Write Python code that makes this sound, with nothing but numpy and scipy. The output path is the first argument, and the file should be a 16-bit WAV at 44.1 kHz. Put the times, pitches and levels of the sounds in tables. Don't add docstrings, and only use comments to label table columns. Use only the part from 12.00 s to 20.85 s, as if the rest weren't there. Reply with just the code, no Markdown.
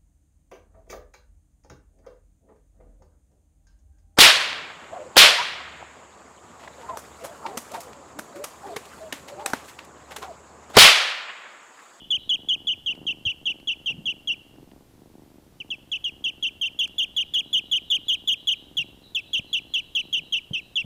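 import sys
import numpy as np
from scipy import signal
from scipy.fft import rfft, irfft
from scipy.io import wavfile

SR = 44100
rng = np.random.default_rng(int(sys.argv[2]) if len(sys.argv) > 2 else 0)


def wav_record(signal):
    frames = np.transpose(np.atleast_2d(signal))
    bounded = np.clip(frames, -1, 1)
    quanta = np.round(bounded * 32767).astype(np.int16)
    wavfile.write(sys.argv[1], SR, quanta)


def boost(x):
    u = np.asarray(x, float) / 20
    return 10 ** u


N = 390268

# start_s, length_s, peak_db, crest_hz, hump_hz
PEEPS = [(0.1043, 0.072, -17.5, 3458, 3210), (0.2921, 0.072, -17, 3413, 3275),
         (0.4859, 0.073, -17, 3405, 3215), (0.6696, 0.074, -18.5, 3445, 3120),
         (0.8605, 0.074, -20.5, 3286, 3040), (1.0661, 0.066, -20.5, 3257, 3070),
         (1.2518, 0.075, -19, 3266, 3014), (1.455, 0.073, -18.5, 3323, 3010),
         (1.6725, 0.069, -19.5, 3377, 3000), (1.859, 0.071, -21, 3230, 2925),
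         (2.0556, 0.074, -21.5, 3350, 3046), (2.273, 0.074, -21, 3320, 2960),
         (3.6012, 0.026, -28.5, 3060, 2460), (3.7033, 0.049, -23.5, 3367, 2680),
                (3.916, 0.061, -21.7, 3375, 3085), (4.041, 0.06, -21.5, 3290, 2870),
                (4.2401, 0.067, -20.5, 3320, 3104), (4.4254, 0.07, -20.5, 3340, 3120),
                (4.6122, 0.077, -20.5, 3234, 3160), (4.789, 0.074, -18.5, 3385, 3166),
                (4.9811, 0.072, -18, 3448, 3244), (5.1638, 0.072, -18, 3420, 3185),
                (5.3369, .0781, -17.5, 3450, 3310), (5.5289, 0.073, -15.5, 3450, 3181),
                (5.7132, 0.077, -16, 3430, 3178), (5.9007, 0.076, -15.5, 3507, 3223),
                (6.0816, 0.078, -16.5, 3450, 3224), (6.274, 0.075, -16, 3480, 3264),
                (6.4711, 0.074, -15.5, 3403, 3190),
         (6.7688, 0.064, -18, 3389, 2836), (7.1479, 0.058, -19.5, 3514, 2712),
              (7.3314, 0.071, -18.5, 3350, 3144), (7.529, 0.068, -18.5, 3410, 3020),
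              (7.7373, 0.072, -18.5, 3374, 3030), (7.9502, 0.07, -18, 3340, 3050),
              (8.1272, 0.074, -18, 3316, 3050), (8.3232, 0.072, -18, 3270, 3000),
              (8.533, 0.072, -21.5, 3160, 2823), (8.7557, .0709, -18, 3460, 2800)]
# time_s, dip_hz, split_hz (second membrane above first), twin_db, scoop_hz (rise into crest)
MEMBRANE_TENSION = [(.1, 2892, 190, -12.5, 157), (.6, 2870, 202, -7.5, 82), (1.0, 2689, 338, -9, -1),
                    (1.9, 2698, 351, -7.5, 41), (2.1, 2735, 265, -8.5, 68.5), (3.6, 2660, 302, -28, -49),
                    (3.9, 2594, 345, -10, 0), (4.04, 2818, 365, -11, -10), (4.25, 2685, 368, -8.5, 73),
                    (4.8, 2740, 354, -6, 80), (5.4, 2865, 331.5, -8.5, 22), (6.5, 2822, 343, -5.5, 33),
                    (7.15, 2586, 443, -10, -43), (7.35, 2709, 411, -6, 4), (7.95, 2655, 382, -7, -22),
                    (8.15, 2748, 362, -5, 6), (8.53, 2565, 440, -6, -16), (8.76, 2660, 325, -7.5, 1.5)]
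# time_s, bright_db (4th overtone), crest_db, dip_db (both re peak)
HEAD_POSTURE = [(.1, -44, 0.5, -0.5), (.7, -64, -1.5, -1), (1.05, -58, -2.5, -1), (1.45, -54, -4.5, -4),
                (1.9, -47, -2, 0), (2.3, -38, -1, 2.5), (3.7, -45.5, -2.5, -4), (4.5, -35, 0, 0.5),
                (4.8, -25.5, 0, -2.5), (5.35, -27.5, -3.5, -1), (5.9, -25.5, -5, -2), (6.3, -21.5, -3, -3),
                (6.5, -27, -3.5, -5.5), (6.8, -26, -2.5, -4.5), (7.35, -28, -1.5, -3),
                (7.75, -30.5, -1, -3), (8.2, -30.5, -2.5, -4), (8.8, -46, -3, -3)]
# start_s, extra_db
VOICE_CRACKS = [
    (3.916, 9),
    (4.7889, -0.5),
    (5.1639, 6),
    (5.3375, 11.5),
    (5.9003, 3.5),
    (6.0818, 1),
    (7.7375, 7),
    (8.1272, 4),
]
# onset_db, crest_db, fall_db, dip_db, hump_db, end_db (re whistle)
OVERTONE_STAGES = [(-27.5, -18.5, -26.5, -35, -19.5, -31), (-41.5, -26, -40.5, -51.5, -28.5, -40),
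                   (-36.5, -26, -46, -55, -39, -49), (-52.5, -51, -45.5, -38, -52, -52)]
BRIGHTNESS_SHARE = [0.15, 0.27, 0.77, 0.66]
# first_pulse_s, throat_hz
PURR_BREATHS = [(.021, 25.3), (.263, 23.25), (.86, 25.5), (1.375, 23.4), (1.891, 25.25), (2.453, 22.4),
                (2.94, 24.7), (3.512, 21.95), (4.038, 23.2), (4.652, 20.4), (5.282, 22.25), (5.916, 19.4),
                (6.583, 22.85), (7.243, 19.45), (7.904, 21.95), (8.459, 19.35)]
PURR_LEVELS = [-49, -49.5, -46, -48, -48.5, -49.5, -48.5, -51, -49, -51.5, -50.5, -52.5, -50, -51.5, -50.5,
               -53.5]
# mode_hz, mode_db, t60_s
THROAT_MODES = [(190, -13.5, 0.033), (306, 3.5, 0.016), (685, 2, 0.0037)]
OUT_BREATH_LEVELS = [-4, 0, 3]
# start_s, peak_db, pitch_hz, t60_s
FOOT_THUMPS = [
    (1.005, -42.5, 133, 0.078),
    (1.262, -31.5, 96, 0.075),
    (5.986, -40.5, 302, 0.051),
    (6.789, -41, 146, 0.18),
    (7.395, -29.5, 155, 0.015),
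    (8.198, -43, 161.6, 0.14),
    (8.51, -26.5, 149, 0.034),
    (8.844, -31, 150, .05),
]
# start_s, length_s, level_db, top_hz
FOOT_SCUFFS = [
    (0.893, 0.19, -58.5, 1190),
    (1.887, 0.048, -51, 900),
    (7.389, 0.022, -49.5, 940),
    (1.894, 0.14, -45, 233),
    (2.028, 0.076, -52.5, 298),
    (2.526, 0.129, -53.5, 400),
    (8.514, 0.033, -47.5, 347),
]
# start_s, peak_db, top_hz
CLAW_TICKS = [
    (.952, -39, 3940),
    (1.6, -42, 4430),
    (2.559, -46, 2800),
    (2.715, -44, 2850),
    (4.876, -35.5, 8600),
    (5.396, -41, 2970),
]
# centre_s, pitch_hz, level_db
FAR_PEEPS = [(.19, 3815, -27.5), (4.38, 3640, -43), (4.901, 3750, -39), (5.149, 3750, -31.5),
             (5.45, 3820, -32.5), (5.648, 3800, -30), (5.85, 3760, -27.5), (6.05, 3810, -27),
             (6.38, 3830, -28.5), (6.549, 3800, -29), (6.818, 3800, -32), (7.02, 3900, -27.5),
             (7.249, 3870, -28), (7.46, 3980, -28), (7.681, 4050, -31.5), (7.83, 3840, -33),
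             (8.0, 3930, -29.5), (8.229, 3850, -30.5), (8.42, 3850, -53), (8.599, 3900, -33.5)]
# freq_hz, density_db_per_hz
HUSH_SPECTRUM = [(20, -84.5), (62, -79), (120, -81), (300, -89), (500, -91.5), (800, -97), (1300, -101),
                 (2000, -104), (3300, -104.5), (6000, -108), (15000, -109.5)]

USUAL_LENGTH_S, USUAL_HUMP_HZ, USUAL_SPLIT_HZ = .072, 3050, 340
CREST_S, SCOOP_S_PER_KHZ = 0.0043, .025
DIP_S, DIP_STRETCH, LATEST_DIP_SHARE, DROP_SHARE = 0.03503, .2, .58, 0.252
END_HZ, TIRING_HZ_PER_S = 2370, 16
FALL_SHARE, SCOOP_STEEPENS_PER_KHZ = 0.418, 0.73
HUMP_DB, HUMP_DB_PER_KHZ = -4.5, 10
FALL_SPLIT, HUMP_SPLIT_HZ, SPLIT_LAG, SPLIT_KEPT = 0.812, 410, .6, 0.52
HUMP_TWIN_DB, MIRROR_DB, BRIGHT_REF_DB = -13.5, -24, -27.5
SHUT_CYCLES, REOPEN_CYCLES, JITTER_CYCLES = -.06, .33, .012
BREATH_EDGE_S, BREATH_EDGE_DB = 0.03, -7.5
TICK_DB = -7
ROOM_DB, ROOM_T60_S = -31.5, 0.75
MASK_DB, MASK_DB_PER_OCTAVE, MASK_LINGER_DB, MASK_CHANCE_DB = -17, 60, -5, 3


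def at(s):
    return int(round(s * SR))


def along(curve, s):
    times, *columns = np.transpose(curve)
    return [np.interp(s, times, c) for c in columns]


def smooth_through(s, values, t):
    step = np.diff(s)
    slope = np.diff(values) / step
    left, right = slope[:-1], slope[1:]
    inner = np.where(left * right > 0, 2 * left * right / (left + right + 1e-9), 0)
    tangent = np.r_[2 * slope[0], inner, .45 * slope[-1]]
    k = np.clip(np.searchsorted(s, t) - 1, 0, len(step) - 1)
    u = (t - s[k]) / step[k]
    bend = (1 - u) * (tangent[k] - slope[k]) - u * (tangent[k + 1] - slope[k])
    return values[k] + step[k] * u * (slope[k] + (1 - u) * bend)


def ring(x, hz, t60_s):
    r = boost(-60 / (t60_s * SR))
    w = 2 * np.pi * hz / SR
    return signal.lfilter([0, np.sin(w)], [1, -2 * r * np.cos(w), r * r], x + 1e-18)


def band(x, low_hz, high_hz):
    y = signal.sosfilt(signal.butter(2, [low_hz, high_hz], "band", fs=SR, output="sos"), x)
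    return y / np.std(y)


def noise(count, low_hz, high_hz):
    return band(rng.standard_normal(count), low_hz, high_hz)


def add(out, s, piece):
    piece = piece[:len(out) - at(s)]
    out[at(s):at(s) + len(piece)] += piece


def duckling():
    out = np.zeros(N)
    for s, length_s, peak_db, crest_hz, hump_hz in PEEPS:
        dip_hz, split_hz, twin_db, scoop_hz = along(MEMBRANE_TENSION, s)
        bright_db, crest_db, dip_db = along(HEAD_POSTURE, s)
        push_hz = hump_hz - USUAL_HUMP_HZ
        crest_s = CREST_S + SCOOP_S_PER_KHZ * max(scoop_hz, 0) / 1000
        dip_s = min(DIP_S + DIP_STRETCH * (length_s - USUAL_LENGTH_S), LATEST_DIP_SHARE * length_s)
        hump_s = (1 - DROP_SHARE) * length_s
        stage_s = s + np.array([0, crest_s, (crest_s + dip_s) / 2, dip_s, hump_s, length_s])
        fall_share = FALL_SHARE - SCOOP_STEEPENS_PER_KHZ * scoop_hz / 1000
        fall_hz = dip_hz + fall_share * (crest_hz - dip_hz)
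        end_hz = min(END_HZ - TIRING_HZ_PER_S * s, hump_hz - 100)
        stage_hz = np.array([crest_hz - scoop_hz, crest_hz, fall_hz, dip_hz, hump_hz, end_hz])
        hump_db = HUMP_DB + HUMP_DB_PER_KHZ * push_hz / 1000
        effort_db = peak_db + np.array([crest_db, 0, dip_db, hump_db])
        hump_split_hz = HUMP_SPLIT_HZ - SPLIT_LAG * push_hz + SPLIT_KEPT * (split_hz - USUAL_SPLIT_HZ)
        split = FALL_SPLIT * split_hz, split_hz, hump_split_hz
        crack_db = sum(extra_db for onset_s, extra_db in VOICE_CRACKS if abs(onset_s - s) * 20 < 1)
        add(out, s, peep(stage_s, stage_hz, effort_db, split, twin_db, bright_db, crack_db))
    return out


def peep(s, hz, effort_db, split, twin_db, bright_db, crack_db):
    s = s + [0, 0, 0, 0, 0, .002]
    hz = hz - [0, 0, 0, 0, 0, 70]
    t = np.arange(at(s[0]), at(s[-1])) / SR
    since_s = t - s[0]
    fall_hz, dip_hz, hump_hz = split
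    above_hz = smooth_through(s, np.array([90, 0.57 * fall_hz, fall_hz, dip_hz, hump_hz, hump_hz]), t)
    share_db = np.array([-36, -30, twin_db, twin_db, HUMP_TWIN_DB - 2.0, -44])
    share = boost(smooth_through(s, share_db, t))
    beat = np.exp(2j * np.pi * (np.cumsum(above_hz) / SR + rng.random()))
    turns = np.cumsum(smooth_through(s, hz, t)) / SR
    whistle = np.exp(2j * np.pi * turns)
    haze = signal.hilbert(noise(len(t), 150, 550))
    haze = haze * boost(np.interp(t, s, [-40, -27.5, -29.5, -29.5, -38.5, -42.5]))
    mirrored = beat + boost(MIRROR_DB) / beat + boost(-7.5) * share * beat ** 2
    voice = whistle * (1 + share * mirrored + haze)
    rasp = noise(len(t), 40.2, 450)
    bright_more_db = bright_db - BRIGHT_REF_DB
    for k, (stage_db, facing) in enumerate(zip(OVERTONE_STAGES, BRIGHTNESS_SHARE), 2):
        mixed = 1 + share * (9.6 / k ** 2 * beat + 0.21 * k * rasp + 1.7 * share * beat ** 2)
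        mixed *= np.minimum(1, since_s / (0.001 * k))
        level = boost(np.interp(t, s, stage_db) + facing * bright_more_db)
        voice += level * whistle ** k * mixed
    catch = np.exp(-((since_s - .008) / 0.0079) ** 2) * boost(crack_db - 1.5)
    halves = sum(np.sin(np.pi * k * turns) for k in range(1, 8, 2))
    voice = voice.imag + boost(-43.5 + 1.6 * bright_more_db) * catch * rasp * halves
    puff = boost(-36) * noise(len(t), 1800, 4100) * catch
    hiss = boost(bright_db - 21) * noise(len(t), 14000, 16000)
    onset_db = effort_db[0] - 3.0 - .02 * max(hz[1] - hz[0], 0)
    height = smooth_through(s, boost(np.r_[onset_db, effort_db, -40]), t)
    opening = np.sin(np.pi / 2 * np.minimum(1, since_s / .0015)) ** 2
    closing = np.minimum(1, (s[-1] - t) / 0.007)
    return height * opening * closing * (voice + puff + hiss)


def purr():
    clicks = np.zeros((2, N + SR))
    ends_s = [row[0] for row in PURR_BREATHS[1:]] + [N / SR]
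    for k, ((s, rate_hz), level_db, end_s) in enumerate(zip(PURR_BREATHS, PURR_LEVELS, ends_s)):
        whole = np.arange(int((end_s - s) * rate_hz + .5))
        for part, part_db in ((SHUT_CYCLES, 7.0), (SHUT_CYCLES + REOPEN_CYCLES, 5.0)):
            chance = rng.standard_normal((len(whole), 2))
            when_s = s + (whole + part + JITTER_CYCLES * chance[:, 0]) / rate_hz
            turning = np.exp(-(when_s - s) / BREATH_EDGE_S) * (s > .1)
            turning = turning + np.exp((when_s - end_s) / (4.5 * BREATH_EDGE_S))
            pulse_db = level_db + part_db + BREATH_EDGE_DB * turning + 2.5 * chance[:, 1]
            clicks[k % 2, (when_s * SR).astype(int)] = boost(pulse_db)
    fur = signal.butter(4, [150, 950], "band", fs=SR, output="sos")
    soft_in, soft_out = signal.sosfilt(fur, clicks[:, :N] + 1e-18)
    out = np.zeros(N)
    for (hz, mode_db, t60_s), out_db in zip(THROAT_MODES, OUT_BREATH_LEVELS):
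        out += boost(mode_db) * ring(soft_in + boost(out_db) * soft_out, hz, t60_s)
    return out


def feet():
    out = np.zeros(N)
    for s, peak_db, hz, t60_s in FOOT_THUMPS:
        push = np.r_[np.diff(np.hanning(at(.004))), np.zeros(at(.2))]
        knock = np.r_[np.hanning(at(.0008)), np.zeros(len(push) - at(.0008))]
        body = ring(push, hz, t60_s) + boost(-33.5) * ring(knock, 3.8 * hz, 0.28 * t60_s)
        add(out, s - .001, boost(peak_db) * body / np.abs(body).max())
    for s, length_s, level_db, top_hz in FOOT_SCUFFS:
        count = at(length_s)
        grit = rng.standard_normal(count) * (rng.random(count) < .01)
        dull = signal.lfilter([1], [1, -.95], grit + 1e-9)
        add(out, s, boost(level_db) * signal.windows.tukey(count, .3) * band(dull, 110, top_hz))
    for s, peak_db, top_hz in CLAW_TICKS:
        snap = noise(at(.006), 500, top_hz) * np.exp(-np.arange(at(.006)) / at(0.0029))
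        add(out, s, boost(peak_db + TICK_DB) * snap)
    return out


def far_duckling():
    out = np.zeros(N)
    u = np.arange(at(.09)) / at(.09)
    for s, hz, level_db in FAR_PEEPS:
        glide = np.sin(2 * np.pi * np.cumsum(hz * (1.045 - 0.088 * u)) / SR)
        hoarse = 1.7 + noise(len(u), 30, 260)
        add(out, s - .03, boost(level_db - 5.0) * np.sin(np.pi * u) * hoarse * glide)
    return out


def room(near, far):
    t = np.arange(at(1.5)) / SR
    lead = at(.19)
    echoes = noise(len(t), 2400, 4800) * boost(-60 * t / ROOM_T60_S) * np.minimum(1, t / 0.0092)
    wet = signal.fftconvolve(np.r_[near[:lead], near + far], echoes / np.linalg.norm(echoes))
    return boost(ROOM_DB) * wet[lead:lead + N]


def hush():
    hz = np.fft.rfftfreq(N, 1 / SR) + 1
    knots_hz, knots_db = np.transpose(HUSH_SPECTRUM)
    gain = boost(np.interp(np.log(hz), np.log(knots_hz), knots_db)) * np.sqrt(SR / 2)
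    return irfft(rfft(rng.standard_normal(N)) * gain, N)


def scene():
    near = duckling()
    return (near + purr() + feet() + room(near, far_duckling()) + hush())[None]


def masked(x):
    hz, _, cells = signal.stft(x, SR, nperseg=1024)
    bands = cells[:512].reshape(64, 8, -1)
    level_db = 10 * np.log10(np.mean(np.abs(bands) ** 2, axis=1) + 1e-20)
    slope_db = MASK_DB_PER_OCTAVE * np.log2(hz[4:512:8, None])
    cover_db = np.maximum.accumulate(level_db + slope_db, axis=0) - slope_db + MASK_DB
    cover_db = np.maximum(cover_db, np.roll(cover_db, 1, axis=1) + MASK_LINGER_DB)
    margin_db = level_db - cover_db + MASK_CHANCE_DB * rng.standard_normal(level_db.shape)
    kept = np.where(hz[:512:8, None] > 3000, np.clip(.5 + margin_db / 2, .03, 1), 1)
    thinned = (bands * kept[:, None]).reshape(512, -1)
    return signal.istft(np.r_[thinned, cells[512:]], SR)[1][:N]


def band_limit(x):
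    return signal.sosfilt(signal.butter(12, 16500, fs=SR, output="sos"), x)


def record(dry):
    top_cut = signal.cheby2(12, 60, 16300, fs=SR, output="sos")
    mix = signal.sosfilt(top_cut, masked(dry[0]))[None]
    return band_limit(mix)


dry = scene()
out = record(dry)
wav_record(out)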